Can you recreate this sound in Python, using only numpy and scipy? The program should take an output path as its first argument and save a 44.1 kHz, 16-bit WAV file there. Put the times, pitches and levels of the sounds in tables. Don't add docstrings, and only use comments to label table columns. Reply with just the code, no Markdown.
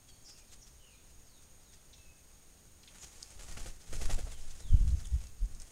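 import sys
import numpy as np
from scipy import signal
from scipy.fft import rfft, irfft, next_fast_len
from scipy.io import wavfile

SR = 44100
rng = np.random.default_rng(int(sys.argv[2]) if len(sys.argv) > 2 else 0)


def generate_wav(signal):
    frames = np.transpose(np.atleast_2d(signal))
    scaled = np.clip(frames, -1, 1) * 32767
    pcm = np.round(scaled).astype(np.int16)
    wavfile.write(sys.argv[1], SR, pcm)


N = 251810
TIME = np.arange(N) / SR


def undb(db):
    return 10 ** (np.asarray(db) / 20)


def unit(x):
    return x / np.sqrt(np.mean(x ** 2))


def curve(rows):
    return undb(np.interp(TIME, *np.transpose(rows)))


def noise():
    return rng.standard_normal(N)


def lowpass(x, order, cutoff_hz):
    return signal.sosfilt(signal.butter(order, cutoff_hz, fs=SR, output="sos"), x)


def colour(x, points):
    hz, db = np.transpose(points)
    size = next_fast_len(N)
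    bins_hz = np.maximum(np.arange(size // 2 + 1) * SR / size, 1)
    gain = undb(np.interp(np.log(bins_hz), np.log(hz), db))
    return unit(irfft(rfft(x, size) * gain, size)[:N])


def resonate(x, hz, width):
    b, a = signal.iirpeak(min(hz, SR / 2 - 1), hz / min(width, SR / 4), fs=SR)
    return signal.lfilter(b, a, x)


def resonate_twice(x, hz, width, second_width):
    return resonate(resonate(x, hz, width), hz, second_width)


def swell(at, length):
    span = slice(max(int((at - 2 * length) * SR), 0), min(int((at + 2 * length) * SR), N))
    return span, np.exp(-2 * ((TIME[span] - at) / length) ** 2)


def click(burst, at, decay, hz, width):
    start = int(at * SR)
    span = slice(start, start + SR // 20)
    fade = np.exp(-(TIME[span] - TIME[start]) / decay)
    snap = resonate_twice(burst[span] * fade, hz, width, width)
    return span, unit(snap) * np.sqrt(2 * np.mean(fade ** 2))


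def crackle(rate, spread_db):
    clicks = (rng.random(N) < rate / SR) * noise()
    return unit(clicks * undb(spread_db * np.minimum(rng.exponential(size=N), 4)))


def wander(rate):
    return unit(lowpass(noise(), 2, rate))


# start_s, distance_m [m], effort_db [dB],
# whoosh_hz (centre) [Hz]
PATH = [(2.94, 8.8, 5, 930), (3.3, 13.4, 9.5, 816), (3.39, 3.7, 5, 614), (3.57, 1.2, 0, 720),
        (3.67, 1.36, 1, 383), (3.93, 0.92, -0.5, 380), (4.1, 0.49, -2.5, 650), (4.191, 0.65, -6, 342),
        (4.28, 1.5, -10.5, 675)]


def flight():
    at, *columns = np.transpose(PATH)
    metres, effort_db, whoosh_hz = (np.interp(TIME, at, column) for column in columns)
    return metres, undb(effort_db), whoosh_hz


# start_s (first downstroke) [s], end_s (wings folded) [s], rate_hz [beats per s]
FLIGHTS = [(2.947, 3.717, 11.24), (3.927, 4.298, 11.72)]


def wing_cycle(lead_beats=0.4, fade_s=0.067):
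    phase, beating = np.zeros(N), np.zeros(N)
    for first, end, rate in FLIGHTS:
        time_inside = np.minimum(TIME - first + lead_beats / rate, end - TIME)
        gate = np.clip(time_inside / fade_s + .5, 0, 1)
        phase = np.where(gate > 0, 2 * np.pi * rate * (TIME - first), phase)
        beating += gate
    return phase, beating


# pitch_hz [Hz], level_db [dB]
FEATHER = [(40, 7), (130, 9), (280, 4), (430, -5), (800, -17), (950, -19), (1300, -3.5), (2000, -4),
           (4000, -8), (6600, -3), (9500, -8), (12000, -14.5), (15500, -39)]
RUB_DB, WHOOSH_DB, CLACK_DB = -44.5, -49.5, -56
ATTACK_S, RELEASE_S, CLACK_S = 0.0029, 0.019, 0.0035
WHOOSH_LAG_S, WHOOSH_S = 0.0061, 0.015


def downstrokes(barb_share=0.92, flutter_db=1.5, flutter_hz=130, whoosh_width=0.83, clack_hz=3000, clack_width=6180):
    metres, effort, whoosh_hz = flight()
    out, air = np.zeros(N), noise()
    feathers = colour(noise() + barb_share * crackle(rate=3100, spread_db=2.5), FEATHER)
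    feathers *= undb(flutter_db * wander(flutter_hz))
    for at in np.concatenate([np.arange(first, end, 1 / rate) for first, end, rate in FLIGHTS]):
        now = int(at * SR)
        span, clack = click(feathers, at, CLACK_S, clack_hz, clack_width)
        age = TIME[span] - TIME[now]
        stroke = -np.expm1(-age / ATTACK_S) * np.exp(-(age / RELEASE_S) ** 2)
        rub = stroke * feathers[span]
        out[span] += effort[now] * (undb(RUB_DB) * rub + undb(CLACK_DB) * clack) / metres[now]
        span, bell = swell(at + WHOOSH_LAG_S, WHOOSH_S)
        hz = whoosh_hz[now]
        width = hz * whoosh_width
        whoosh = unit(resonate_twice(air[span], hz, width, 2 * width))
        out[span] += undb(WHOOSH_DB) * bell * whoosh / metres[now]
    return out


# pitch_hz [Hz], level_db [dB]
HISS = [(40, -25), (130, 3), (300, -1), (430, 2), (780, -3), (950, 1.5), (1300, -3), (2000, -3),
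        (4200, -4.5), (6800, 1), (10000, -5), (12500, -17.5), (15500, -24)]
SWISH_DB = -53
SWISH_LAG_S, SWISH_DEPTH_DB = 0.033, 3


def swish():
    metres, effort, _ = flight()
    phase, beating = wing_cycle()
    late_phase = np.interp(TIME - SWISH_LAG_S, TIME, phase)
    level = undb(SWISH_DB + SWISH_DEPTH_DB * np.cos(late_phase))
    hiss = colour(noise() + 0.48 * crackle(rate=2000, spread_db=9.0), HISS)
    return beating * effort / metres * level * hiss * undb(2.84 * wander(72))


def pressure_wave(level_db=-37, sharpness=2.1, lag_s=.012):
    phase, beating = wing_cycle()
    metres = flight()[0]
    suction = np.exp(-sharpness * (1 + np.cos(phase)))
    in_flight = suction[beating > 0]
    swing = beating * (in_flight.mean() - suction) / in_flight.std()
    return undb(level_db) * np.interp(TIME - lag_s, TIME, swing) / metres ** 2


# start_s (centre) [s], level_db [dB], length_s [s],
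# buffet_hz (before the flow's unsteadiness) [Hz]
EDDIES = [(4.258, -33.5, 0.028, 32), (4.46, -33.5, 0.12, 12.6), (4.733, -16.5, 0.034, 36),
          (4.744, -18.5, 0.015, 96), (4.805, -24.5, .028, 31), (4.888, -28, 0.029, 68),
          (4.939, -26, 0.029, 99), (5.148, -26.5, 0.038, 49), (5.436, -27.5, 0.031, 39),
          (5.56, -41, .11, 19.5)]
# pitch_hz [Hz], level_db [dB]
AIR = [(12, 3), (28, -4), (60, -5.5), (120, -20), (250, -32), (600, -61), (2000, -73)]
DRAUGHT_DB, DRAUGHT_LAG_S, DRAUGHT_S = -17, 0.058, 0.16
WASH_DB = -39


def wake(unsteady=0.5, cascade_db=-16, cascade_hz=135):
    draught = colour(noise(), AIR)
    out = undb(WASH_DB) * wing_cycle()[1] / flight()[0] * draught
    flow_speed = np.exp(unsteady * np.tanh(wander(64)))
    travel = np.cumsum(flow_speed) / SR
    small = unit(lowpass(noise(), 4, cascade_hz))
    for at, db, length, hz in EDDIES:
        span, bell = swell(at, length)
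        roll = -np.sqrt(2) * np.cos(2 * np.pi * hz * (travel[span] - travel[int(at * SR)]))
        fragments = undb(cascade_db) * bell * hz / 50 * small[span]
        out[span] += undb(db) * bell * (roll + fragments)
        span, bell = swell(at + DRAUGHT_LAG_S, DRAUGHT_S)
        out[span] += undb(db + DRAUGHT_DB) * bell * draught[span]
    return out


# start_s [s], level_db [dB]
FOLIAGE = [(2.78, -73), (2.9, -63.5), (3.8, -64.5), (4.25, -59.5), (4.56, -60.5), (4.9, -59.5),
           (5.26, -63.5), (5.31, -68.5), (5.71, -64)]


def foliage(tick_share=.35, patchy_db=2.5):
    leaves = noise() + .5 * crackle(rate=2000, spread_db=3.5)
    leaves += tick_share * crackle(rate=120, spread_db=2.5)
    return curve(FOLIAGE) * colour(leaves, HISS) * undb(patchy_db * wander(23.5))


# start_s [s], level_db
# [dB], # decay_s [s], pitch_hz (centre) [Hz]
SNAPS = [(2.832, -57.5, 0.0059, 3640), (2.875, -56, 0.012, 3100), (2.983, -63, .006, 2400),
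         (3.2262, -45.5, 0.0012, 6760), (3.2291, -30.5, 0.00031, 6550), (3.305, -53, 0.0035, 7800),
         (3.571, -47, .0035, 1920), (3.816, -58, 0.0039, 5060), (4.904, -59, .0053, 4330),
         (5.055, -46, .0011, 7800), (5.07, -49, 0.0022, 7800), (5.269, -53, 0.0025, 6300),
         (5.457, -52.5, 0.0011, 6800), (5.549, -50.5, 0.0017, 7250), (5.600, -44.5, 0.0012, 7240),
         (5.619, -43, 0.0012, 7050)]
SNAP_WIDTH = 0.7313
SPLINTER_S, SPLINTER_DB = .005, -11.5


def twigs():
    out, burst = np.zeros(N), colour(noise(), [(9000, 17), (15000, -15)])
    for (at, db, decay, hz), chance in zip(SNAPS, rng.random(len(SNAPS))):
        for delay, drop_db in (0, 0), (SPLINTER_S * (.5 + chance), SPLINTER_DB):
            span, snap = click(burst, at + delay, decay, hz, hz * SNAP_WIDTH)
            out[span] += undb(db + drop_db) * snap
    return out


# start_s (centre) [s], level_db [dB]
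SHUFFLES = [(.093, -60.5), (.296, -55.5), (.389, -58), (0.533, -54.5), (.677, -59), (1.106, -65),
            (1.43, -64.5), (1.741, -60), (3.037, -47.5), (4.415, -58), (4.513, -54)]
# pitch_hz [Hz], level_db [dB]
RUSTLE = [(300, -7), (1500, -6.5), (4000, -3.5), (6500, 3), (8500, -2), (15000, -25)]


def shuffles(length_s=0.021):
    out, rustle = np.zeros(N), colour(crackle(rate=12000, spread_db=1.0), RUSTLE)
    for at, db in SHUFFLES:
        span, bell = swell(at, length_s)
        out[span] += undb(db) * bell * rustle[span]
    return out


WHISTLES = [(.47, 0.082, 5260, -74), (0.865, 0.16, 5650, -78), (1.241, .18, 5830, -74.5),
            (1.603, 0.15, 5600, -77.5), (4.264, .15, 4670, -69.5), (4.586, 0.21, 4700, -68)]
SLURS = [(0.34, 0.097, 2730, -71.5), (0.79, 0.14, 3080, -69.5), (0.876, 0.1, 2680, -72.5)]
PIPES = [(0.082, 0.032, 3350, -69), (0.083, 0.054, 4600, -70.5), (1.956, 0.198, 2653, -70.5),
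         (5.242, .035, 2720, -69.5)]
CHEEPS = [(.226, .05, 7500, -69), (0.244, .095, 5520, -59.5), (.605, 0.048, 6300, -62),
          (1.928, 0.019, 3780, -61), (1.927, 0.028, 5980, -65.5), (2.994, 0.063, 7100, -58.5),
          (4.956, 0.066, 6570, -64)]
# start_s, end_s, spacing_s (longer than the span, so one chip sounds), length_s
# [s], # pitch_hz (at the start) [Hz], level_db (nominal) [dB]
FALLING_CHIP = (5.04, 5.2, 17, .026, 4008, -62.5)
# end pitch / start pitch, bend (high = glide comes early), rasp [Hz]
WHISTLE, SLUR, PIPE = (.6, 2.1, 130), (.84, -1.22, 97), (0.94, -1.56, 14)
CHEEP, CHIP_SHAPE = (0.93, 1.25, 384), (.77, 2, 140)


def small_birds(waver_db=2):
    out, jitter, waver = np.zeros(N), wander(480), undb(waver_db * wander(54))
    first, end, spacing, *chip = FALLING_CHIP
    chips = [(at, *chip) for at in np.arange(first, end, spacing)]
    kinds = (WHISTLE, WHISTLES), (SLUR, SLURS), (PIPE, PIPES), (CHEEP, CHEEPS), (CHIP_SHAPE, chips)
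    for (fall, bend, rasp), calls in kinds:
        for at, length, start_hz, db in calls:
            span = slice(int(at * SR), int((at + length) * SR))
            along = np.linspace(0, 1, span.stop - span.start)
            glide = np.expm1(-bend * along) / np.expm1(-bend)
            hz = start_hz * (1 + (fall - 1) * glide) + rasp * jitter[span]
            tone = np.sin(2 * np.pi * np.cumsum(hz) / SR)
            envelope = np.sqrt(2 * np.abs(np.sin(np.pi * along)))
            out[span] += undb(db) * envelope * waver[span] * tone
    return out


def trees(x, t60, wet_db):
    age = TIME[:SR]
    scatter = rng.standard_normal(SR) * (rng.random(SR) < .05)
    echo = scatter * np.exp(-np.log(1000) * age / t60)
    return x + undb(wet_db) * signal.fftconvolve(x, echo / np.linalg.norm(echo))[:N]


# pitch_hz [Hz], width_hz [Hz], level_db [dB]
HOUSING = [(595, 5, -20), (677, 13, -7), (822, 10, -7), (1200, 47, -21), (1430, 22, -20), (2140, 13, -36),
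           (3200, 29, -8), (4870, 27, -21)]


def housing(x, dip_hz=1000, dip_width=200, dip_db=-8.0):
    ringing = sum(undb(db) * resonate(x, hz, width) for hz, width, db in HOUSING)
    return x + ringing - (1 - undb(dip_db)) * resonate(x, dip_hz, dip_width)


# pitch_hz [Hz], level_db (relative) [dB]
FLOOR = [(20, -3), (78, -4), (160, -9.5), (306, -14.5), (700, -19.5), (1040, -22.5), (2090, -25),
         (5500, -25), (6700, -20.5), (7400, -25), (8800, -25), (9900, -29.5), (14300, -28), (15500, -31.5)]
# pitch_hz [Hz], width_hz (nominal) [Hz], level_db [dB]
WHINE = [(6573, 146, -70.5), (6820, 66, -78), (8560, 340, -75), (9086, 180, -74)]


def background(floor_db=-62.5, rumble_db=-60.5):
    out = undb(floor_db) * colour(noise(), FLOOR)
    for hz, nominal_width, db in WHINE:
        width = 0.97 * nominal_width
        out += undb(db) * unit(resonate_twice(noise(), hz, width, width))
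    return out + colour(noise(), AIR) * undb(rumble_db + 3.5 * wander(11.3))


def scene():
    near = trees(downstrokes() + swish() + foliage() + twigs() + shuffles(), t60=0.31, wet_db=-10.5)
    far = trees(small_birds(), t60=0.6, wet_db=-3)
    return (housing(near + undb(1.3) * far) + pressure_wave() + wake() + background())[None]


def record(dry, top_hz=15700):
    return signal.sosfilt(signal.ellip(10, .2, 80, top_hz, fs=SR, output="sos"), dry)


dry = scene()
out = record(dry)
generate_wav(out)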